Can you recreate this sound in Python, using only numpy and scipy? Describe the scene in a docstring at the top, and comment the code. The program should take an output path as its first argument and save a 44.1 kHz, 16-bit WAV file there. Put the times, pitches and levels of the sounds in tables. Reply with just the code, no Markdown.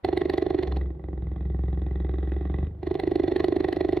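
"""Cheetah purring, close up

It breathes in, out for two seconds, and in again. The larynx snaps shut about 22 to 25 times
a second; each closure knocks the throat and chops the air into a puff. The in-breath is a
bright, hard rattle; the out-breath is a soft flutter over a deep chest hum."""
import sys
import numpy as np
from scipy import signal
from scipy.fft import rfft, irfft
from scipy.io import wavfile

SR = 44100
rng = np.random.default_rng(int(sys.argv[2]) if len(sys.argv) > 2 else 0)


def to_wav(sig):
    """Store sig (one row per channel, or 1-D mono) as 16-bit WAV at the path in sys.argv[1].

    Samples outside -1..1 are clipped; the rate is SR.
    """
    pcm = np.clip(np.atleast_2d(sig), -1, 1) * 32767
    pcm = np.round(pcm).astype(np.int16)
    wavfile.write(sys.argv[1], SR, pcm.T)  # frames by channels


N = 176400
TIME = np.arange(N) / SR
FIRST_CLOSURE_S = .0455

# larynx closure rate: time_s, rate_hz
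PURR_RATE = [(0.0, 24.63), (0.178, 22.92), (0.227, 25.26), (0.413, 22.71), (0.449, 24.99), (0.705, 22.03),
             (0.95, 21.79), (1.032, 22.55), (1.168, 21.49), (1.62, 21.95), (2.003, 21.93), (2.304, 22.06),
             (2.6, 23.03), (2.665, 24.97), (2.956, 24.48), (3.3, 24.5), (3.65, 24.65), (4.0, 24.59)]
# chopped air, in-breath: time_s, level_db
AIR_IN = [(0, -42.5), (.38, -40.5), (0.462, -43.5), (0.639, -40), (0.721, -46), (0.782, -46), (.82, -65),
          (.95, -157), (2.779, -86.5), (2.831, -48), (2.972, -44.5), (3.199, -42), (3.4, -41),
          (3.552, -42.5), (4, -40.5)]


def from_db(db):
    """Decibels to gain."""
    return 10 ** (np.asarray(db) / 20)


def along(curve, time_s):
    """Curve value at the given times."""
    return np.interp(time_s, *np.transpose(curve))


def gains(spectrum, size=16384):
    """Rows of freq_hz, gain_db to gains on an even frequency grid."""
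    freq_hz, gain_db = np.transpose(spectrum)
    grid_hz = np.maximum(np.arange(size // 2 + 1) * SR / size, 1)
    return from_db(np.interp(np.log(grid_hz), np.log(freq_hz), gain_db))


def minimum_phase(gain):
    """Promptest impulse response with these gains."""
    cepstrum = irfft(np.log(gain))
    half = len(cepstrum) // 2
    cepstrum[1:half] *= 2
    cepstrum[half + 1:] = 0
    return irfft(np.exp(rfft(cepstrum)))[:half]


def resonate(drive, spectrum):
    """Ring a body with these resonances, at unit impulse energy."""
    response = minimum_phase(gains(spectrum))
    return signal.fftconvolve(drive, response / np.linalg.norm(response))[:N]


def onset():
    """Fade-in just before the first closure."""
    return np.clip(2 * TIME / FIRST_CLOSURE_S - 1, 0, 1) ** 2


def larynx(jitter_s=.00037):
    """Running cycle count and the slightly uneven times at which the folds shut."""
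    cycles = np.cumsum(along(PURR_RATE, TIME)) / SR
    cycles -= np.interp(FIRST_CLOSURE_S, TIME, cycles)
    closures_s = np.interp(np.arange(int(cycles[-1]) + 1), cycles, TIME)
    return cycles, closures_s + jitter_s * rng.standard_normal(len(closures_s))


def knocks(times_s, level, body, spread_db, pitch_shift=0):
    """One strike per time; pitch_shift (a fraction) leaves the body randomly slacker or tighter."""
    level_db = along(level, times_s) + spread_db * rng.standard_normal(len(times_s))
    strength = -from_db(level_db) * np.sqrt(SR / along(PURR_RATE, times_s))
    tunings = np.unique([1 - pitch_shift, 1, 1 + pitch_shift])
    chosen = rng.integers(0, len(tunings), len(times_s))
    samples = np.clip((times_s * SR).astype(int), 0, N - 1)
    out = 0
    for k, tuning in enumerate(tunings):
        clicks = np.zeros(N)
        clicks[samples] = strength * (chosen == k)
        out += resonate(clicks, np.array(body) * [tuning, 1])
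    return out


def turbulence(flow, airway, side_db=-14):
    """Noise that follows the flow and rings the airway; stereo."""
    mid, side = (resonate(flow * white, airway) for white in rng.standard_normal((2, N)))
    return mid + from_db(side_db) * side * np.array([[1], [-1]])


def puffs(closures_s, level, shape, nose, spread_db=2, rasp_db=3, rasp_hz=1100):
    """Raspy nasal air: a puff at each closure, a leak between, a weak puff on reopening."""
    reopen_s, reopen_width_s = .0205, .004
    nearest = np.searchsorted((closures_s[1:] + closures_s[:-1]) / 2, TIME)
    previous = np.maximum(np.searchsorted(closures_s, TIME) - 1, 0)
    from_peak_s = TIME - closures_s[nearest] - shape['lag_s']
    from_reopen_s = TIME - closures_s[previous] - reopen_s
    slope_s = np.where(from_peak_s < 0, shape['swell_s'], shape['fade_s'])
    strength = from_db(spread_db * rng.standard_normal(len(closures_s)))[nearest]
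    gate = strength * np.exp(-np.abs(from_peak_s) / slope_s) + from_db(shape['leak_db'])
    gate += from_db(shape['reopen_db']) * np.exp(-(from_reopen_s / reopen_width_s) ** 2)
    grain = np.interp(TIME * rasp_hz, np.arange(N), rng.standard_normal(N))
    gate *= from_db(rasp_db * grain)
    gate /= np.sqrt(np.mean(gate ** 2))
    return turbulence(gate * from_db(along(level, TIME)) * onset(), nose)


def breath_in(closures_s, touch_lead_s=.0029, tick_lag_s=.003):
    """Hard rattle: the folds touch lightly, shut, and end in a wet tick amid puffs of air."""
    # throat knocks: time_s, level_db
    knock_level = [(0, -28.5), (0.301, -27), (.59, -28), (.64, -32.5), (.69, -38.5), (0.804, -57),
                   (2.782, -65.5), (2.827, -35.5), (2.88, -30), (2.95, -27.5), (3.001, -32.5), (3.071, -26),
                   (3.35, -26.5), (3.57, -26), (3.69, -30), (3.851, -26.5), (4, -26.5)]
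    # resonances: freq_hz, gain_db
    throat = [(100, -38), (215, -22), (285, -4.5), (355, 4), (430, -5), (520, -22.5), (660, -15),
              (780, -16.5), (920, -38), (1070, -28), (1500, -71), (2500, -82.5), (6000, -100)]
    nose = [(200, -14.5), (350, -2), (510, 15.5), (640, 14.5), (770, 17), (900, 2), (1070, 7.5),
            (1200, -0.5), (1450, -4), (1750, 1.5), (1950, 10.5), (2200, -2.5), (2750, -5.5), (3250, -8.5),
            (3570, 0), (3850, -12), (4180, -0.5), (4450, -10), (4900, -29), (5700, -22), (6900, -46.5),
            (7900, -42), (9000, -44), (10600, -29.5), (12600, -34), (14000, -40.5)]
    # puff envelope: lag_s, swell_s, fade_s, leak_db, reopen_db
    puff_shape = dict(lag_s=.0025, swell_s=.0055, fade_s=.0026, leak_db=-23.5, reopen_db=-21)
    rattle = knocks(closures_s, knock_level, throat, spread_db=.7, pitch_shift=.022)
    touches = from_db(-11) * knocks(closures_s - touch_lead_s, knock_level, throat, spread_db=.7)
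    ticks = from_db(-10) * knocks(closures_s + tick_lag_s, AIR_IN, nose, spread_db=5)
    wet = ticks + crackle(closures_s) + smacks()
    return rattle + touches + wet + puffs(closures_s, AIR_IN, puff_shape, nose)


def breath_out(closures_s, lag_s=.0012):
    """Soft flutter: weaker knocks and puffs, the folds shutting a little late."""
    # throat knocks: time_s, level_db
    knock_level = [(.62, -59.5), (.68, -40.5), (0.767, -36), (.82, -49.5), (.86, -48.5), (0.913, -42),
                   (.95, -57), (1, -44), (1.077, -39.5), (1.23, -43), (1.453, -42.5), (1.55, -40.5),
                   (1.75, -40.5), (2.199, -38), (2.629, -37.5), (2.702, -53.5), (2.84, -60)]
    # chopped air: time_s, level_db
    air_level = [(.7, -96), (0.801, -50.5), (0.871, -58.5), (.95, -69.5), (1.09, -64), (1.299, -58),
                 (1.55, -56.5), (2, -52.5), (2.301, -48.5), (2.66, -49.5), (2.70, -68.5), (2.8, -74),
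                 (2.852, -83)]
    # resonances: freq_hz, gain_db
    throat = [(100, -21), (230, -9), (300, 6.5), (370, 5), (440, -6.5), (570, -12.5), (680, -17),
              (765, -9.5), (860, -18), (975, -31), (1080, -22.5), (1350, -36.5), (1650, -39.5), (1870, -26),
              (1975, -25), (2100, -35.5), (2300, -47), (2900, -53.5), (3800, -50), (4400, -72.5),
              (8000, -100.5)]
    nose = [(200, -3.5), (350, 18), (560, 6.5), (680, 4.5), (765, 10.5), (960, -5.5), (1100, 4.5),
            (1400, -2.5), (1750, -2), (1975, 10), (2230, -13), (2550, -6), (2850, -15.5), (3500, -6),
            (3900, -7.5), (4150, -25), (4500, -31), (5600, -32), (7000, -45), (12000, -45.5)]
    # puff envelope: lag_s, swell_s, fade_s, leak_db, reopen_db
    puff_shape = dict(lag_s=0, swell_s=.0014, fade_s=.004, leak_db=-19, reopen_db=-12)
    flutter = knocks(closures_s + lag_s, knock_level, throat, spread_db=.7, pitch_shift=.022)
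    return flutter + puffs(closures_s, air_level, puff_shape, nose)


def chest_hum(cycles):
    """Deep hum locked to the purr, mainly its third harmonic."""
    # hum strength: time_s, level_db
    level = [(0, -40), (.62, -46), (.69, -29), (.77, -26), (.88, -29.5), (.99, -45.5), (1.08, -36),
             (1.35, -32), (1.65, -27.5), (1.87, -29.5), (2, -28.5), (2.35, -28), (2.56, -31.5), (2.64, -28),
             (2.7, -38), (2.85, -41.5), (3, -45), (4, -47)]
    # hum lines: purr_harmonic, gain_db
    lines = [(3, 1), (6, -19.5), (8, -18.5)]
    hum = sum(from_db(gain_db) * np.cos(2 * np.pi * harmonic * cycles) for harmonic, gain_db in lines)
    return -np.sqrt(2) * hum * from_db(along(level, TIME)) * onset()


def chest_wall(closures_s, thump_lag_s=.0025, rebound_lag_s=.02307):
    """The wall thumps on closure, rebounds on reopening and rumbles irregularly."""
    # thumps: time_s, level_db
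    level = [(0, -42), (0.698, -42.5), (0.968, -46), (1.149, -38), (1.5, -36.5), (1.922, -36.5),
             (2.021, -38), (2.401, -41.5), (2.5, -33.5), (2.64, -32.5), (2.722, -43.5), (2.898, -41),
             (4, -40)]
    # chest resonances: freq_hz, gain_db
    body = [(12, -36), (30, -18), (45, 2), (70, 10), (100, 5.5), (130, 4.5), (175, 4.5), (215, -10),
            (260, -10), (500, -79.5)]
    effort_db = along(level, TIME)
    rumble_db = -42.5 + .5 * (effort_db - effort_db.mean())
    rumble = resonate(rng.standard_normal(N), body) * from_db(rumble_db) * onset()
    thumps = knocks(closures_s + thump_lag_s, level, body, spread_db=1)
    rebounds = from_db(-7) * knocks(closures_s + rebound_lag_s, level, body, spread_db=1)
    return rumble + thumps + rebounds


def smacks(swell_s=.0014, fade_s=.0026):
    """Brief, bright, wet bursts on the hardest closures."""
    # bursts: peak_s, level_db
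    bursts = [(0.0478, -22.5), (0.1743, -23.5), (0.2987, -23.5), (0.381, -26), (0.633, -32.5),
              (0.771, -34.5), (2.873, -37.5), (2.999, -25.5), (3.157, -31.5), (3.3638, -25.5), (3.444, -25),
              (3.486, -41), (3.566, -32.5), (3.686, -30.5), (3.728, -26), (3.888, -37.5)]
    # smack colour: freq_hz, gain_db
    tone = [(300, -7.5), (740, 25.5), (1100, 0.5), (1500, 1.5), (1970, 17.5), (2350, -3.5), (3500, 3.5),
            (4300, 7), (5000, -14), (7000, -26.5), (8200, -16.5), (9200, -24.5), (10700, -12.5),
            (12600, -21), (14000, -33)]
    flow = 0
    for peak_s, level_db in bursts:
        decay = np.abs(TIME - peak_s) / np.where(TIME < peak_s, swell_s, fade_s)
        flow += from_db(level_db) * np.exp(-np.minimum(decay, 20))
    return turbulence(flow, tone)


def crackle(closures_s, lead_s=.001, scatter_s=.0022):
    """Saliva: two tiny snaps of varying pitch around each in-breath closure."""
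    # snap colour: freq_hz, gain_db
    tone = [(400, -14), (1100, -2), (2000, 1.5), (2700, 1), (4000, 3.5), (4900, -9.5), (5700, -7.5),
            (7000, -29.5), (9000, -28), (10800, -16), (12600, -18.5), (14000, -21.5)]
    snaps_s = closures_s - lead_s + scatter_s * rng.standard_normal((2, len(closures_s)))
    snaps = sum(knocks(times_s, AIR_IN, tone, spread_db=4, pitch_shift=.09) for times_s in snaps_s)
    return from_db(-23) * snaps


def throat_ring(voice):
    """A narrow throat resonance outlasts each knock; stereo, levels relative to the voice."""
    # ringing mode: pitch_hz, t60_s, left_db, right_db
    modes = [(371.8, 0.46, -23, -13)]
    t = TIME[:SR // 2]
    out = 0
    for pitch_hz, t60_s, left_db, right_db in modes:
        response = np.cos(2 * np.pi * pitch_hz * t) * from_db(-60 * t / t60_s)
        ring = signal.fftconvolve(voice, response)[:N]
        out += from_db([[left_db], [right_db]]) * ring * np.std(voice) / np.std(ring)
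    return out


def throat_growl():
    """Air rumbles on in the throat between knocks."""
    # airflow: time_s, level_db
    level = [(0, -39.5), (.55, -38), (.66, -37.5), (.82, -42), (.9, -48.5), (1.0, -49.5), (1.5, -51),
             (2.1, -47), (2.65, -46.5), (2.76, -54.5), (2.95, -40), (3.3, -36.5), (4, -40)]
    # growl colour: freq_hz, gain_db
    tone = [(120, -33.5), (250, -8), (310, 1), (370, -0.5), (450, -4.5), (560, -14.5), (780, -18),
            (950, -33.5), (1500, -39.5), (4000, -69)]
    return turbulence(onset() * from_db(along(level, TIME)), tone)


def nostril_hiss():
    """Faint hiss at the nostrils, swelling with each breath."""
    # airflow: time_s, level_db
    level = [(0, -88.5), (.7, -92), (.95, -102), (1.5, -89), (2.2, -84.5), (2.62, -87), (2.75, -102),
             (3, -92.5), (4, -81.5)]
    # hiss colour: freq_hz, gain_db
    tone = [(3000, -10), (4200, 3), (5500, -2.5), (7000, -13.5), (9300, -3.5), (10500, -7), (11400, -4.5),
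            (11900, 6.5), (12400, -4), (13500, -7)]
    return turbulence(onset() * from_db(along(level, TIME)), tone)


def place_head(voice):
    """Pan by frequency, mostly a little to the right."""
    # balance: freq_hz, left_minus_right_db
    balance = [(100, 0.5), (240, 0.6), (400, -4), (750, -5.5), (1170, -4.5), (1900, -1), (5000, -2),
               (9000, 1)]
    lean = np.sqrt(gains(balance))
    responses = np.array([minimum_phase(lean), minimum_phase(1 / lean)])
    return signal.fftconvolve(voice, responses, axes=1)[:, :N]


def room(source, t60_s=.2, gap_s=.005, level_db=-15):
    """Short, weak reflections, different at each ear."""
    t = TIME[:SR // 2]
    tails = rng.standard_normal((2, len(t))) * from_db(-60 * t / t60_s) * (t > gap_s)
    tails /= np.linalg.norm(tails, axis=1, keepdims=True)
    return from_db(level_db) * signal.fftconvolve(source, tails, axes=1)[:, :N]


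def background(level_db=-66):
    """Quiet, dull, steady noise; stereo."""
    # noise colour: freq_hz, gain_db
    tone = [(20, -4), (100, 0.5), (300, 1), (1000, 1), (3000, -18), (6000, -32.5), (13000, -32.5)]
    return from_db(level_db) * np.array([resonate(white, tone) for white in rng.standard_normal((2, N))])


def scene():
    """Head slightly right, chest centred, a quiet room around them."""
    cycles, closures_s = larynx()
    voice = breath_in(closures_s) + breath_out(closures_s) + throat_growl() + nostril_hiss()
    head = place_head(voice)
    ambience = background() + room(head)
    chest = chest_hum(cycles) + chest_wall(closures_s)
    return head + throat_ring(voice.mean(axis=0)) + chest + ambience


def record(dry, port_lag_s=.000023, cutoff_hz=13400):
    """Sound reaches the right microphone port just after the left; steep low-pass."""
    ports = np.array([dry[0], np.interp(TIME - port_lag_s, TIME, dry[1])])
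    return signal.sosfilt(signal.ellip(10, .1, 80, cutoff_hz, fs=SR, output="sos"), ports)


dry = scene()
out = record(dry)
to_wav(out)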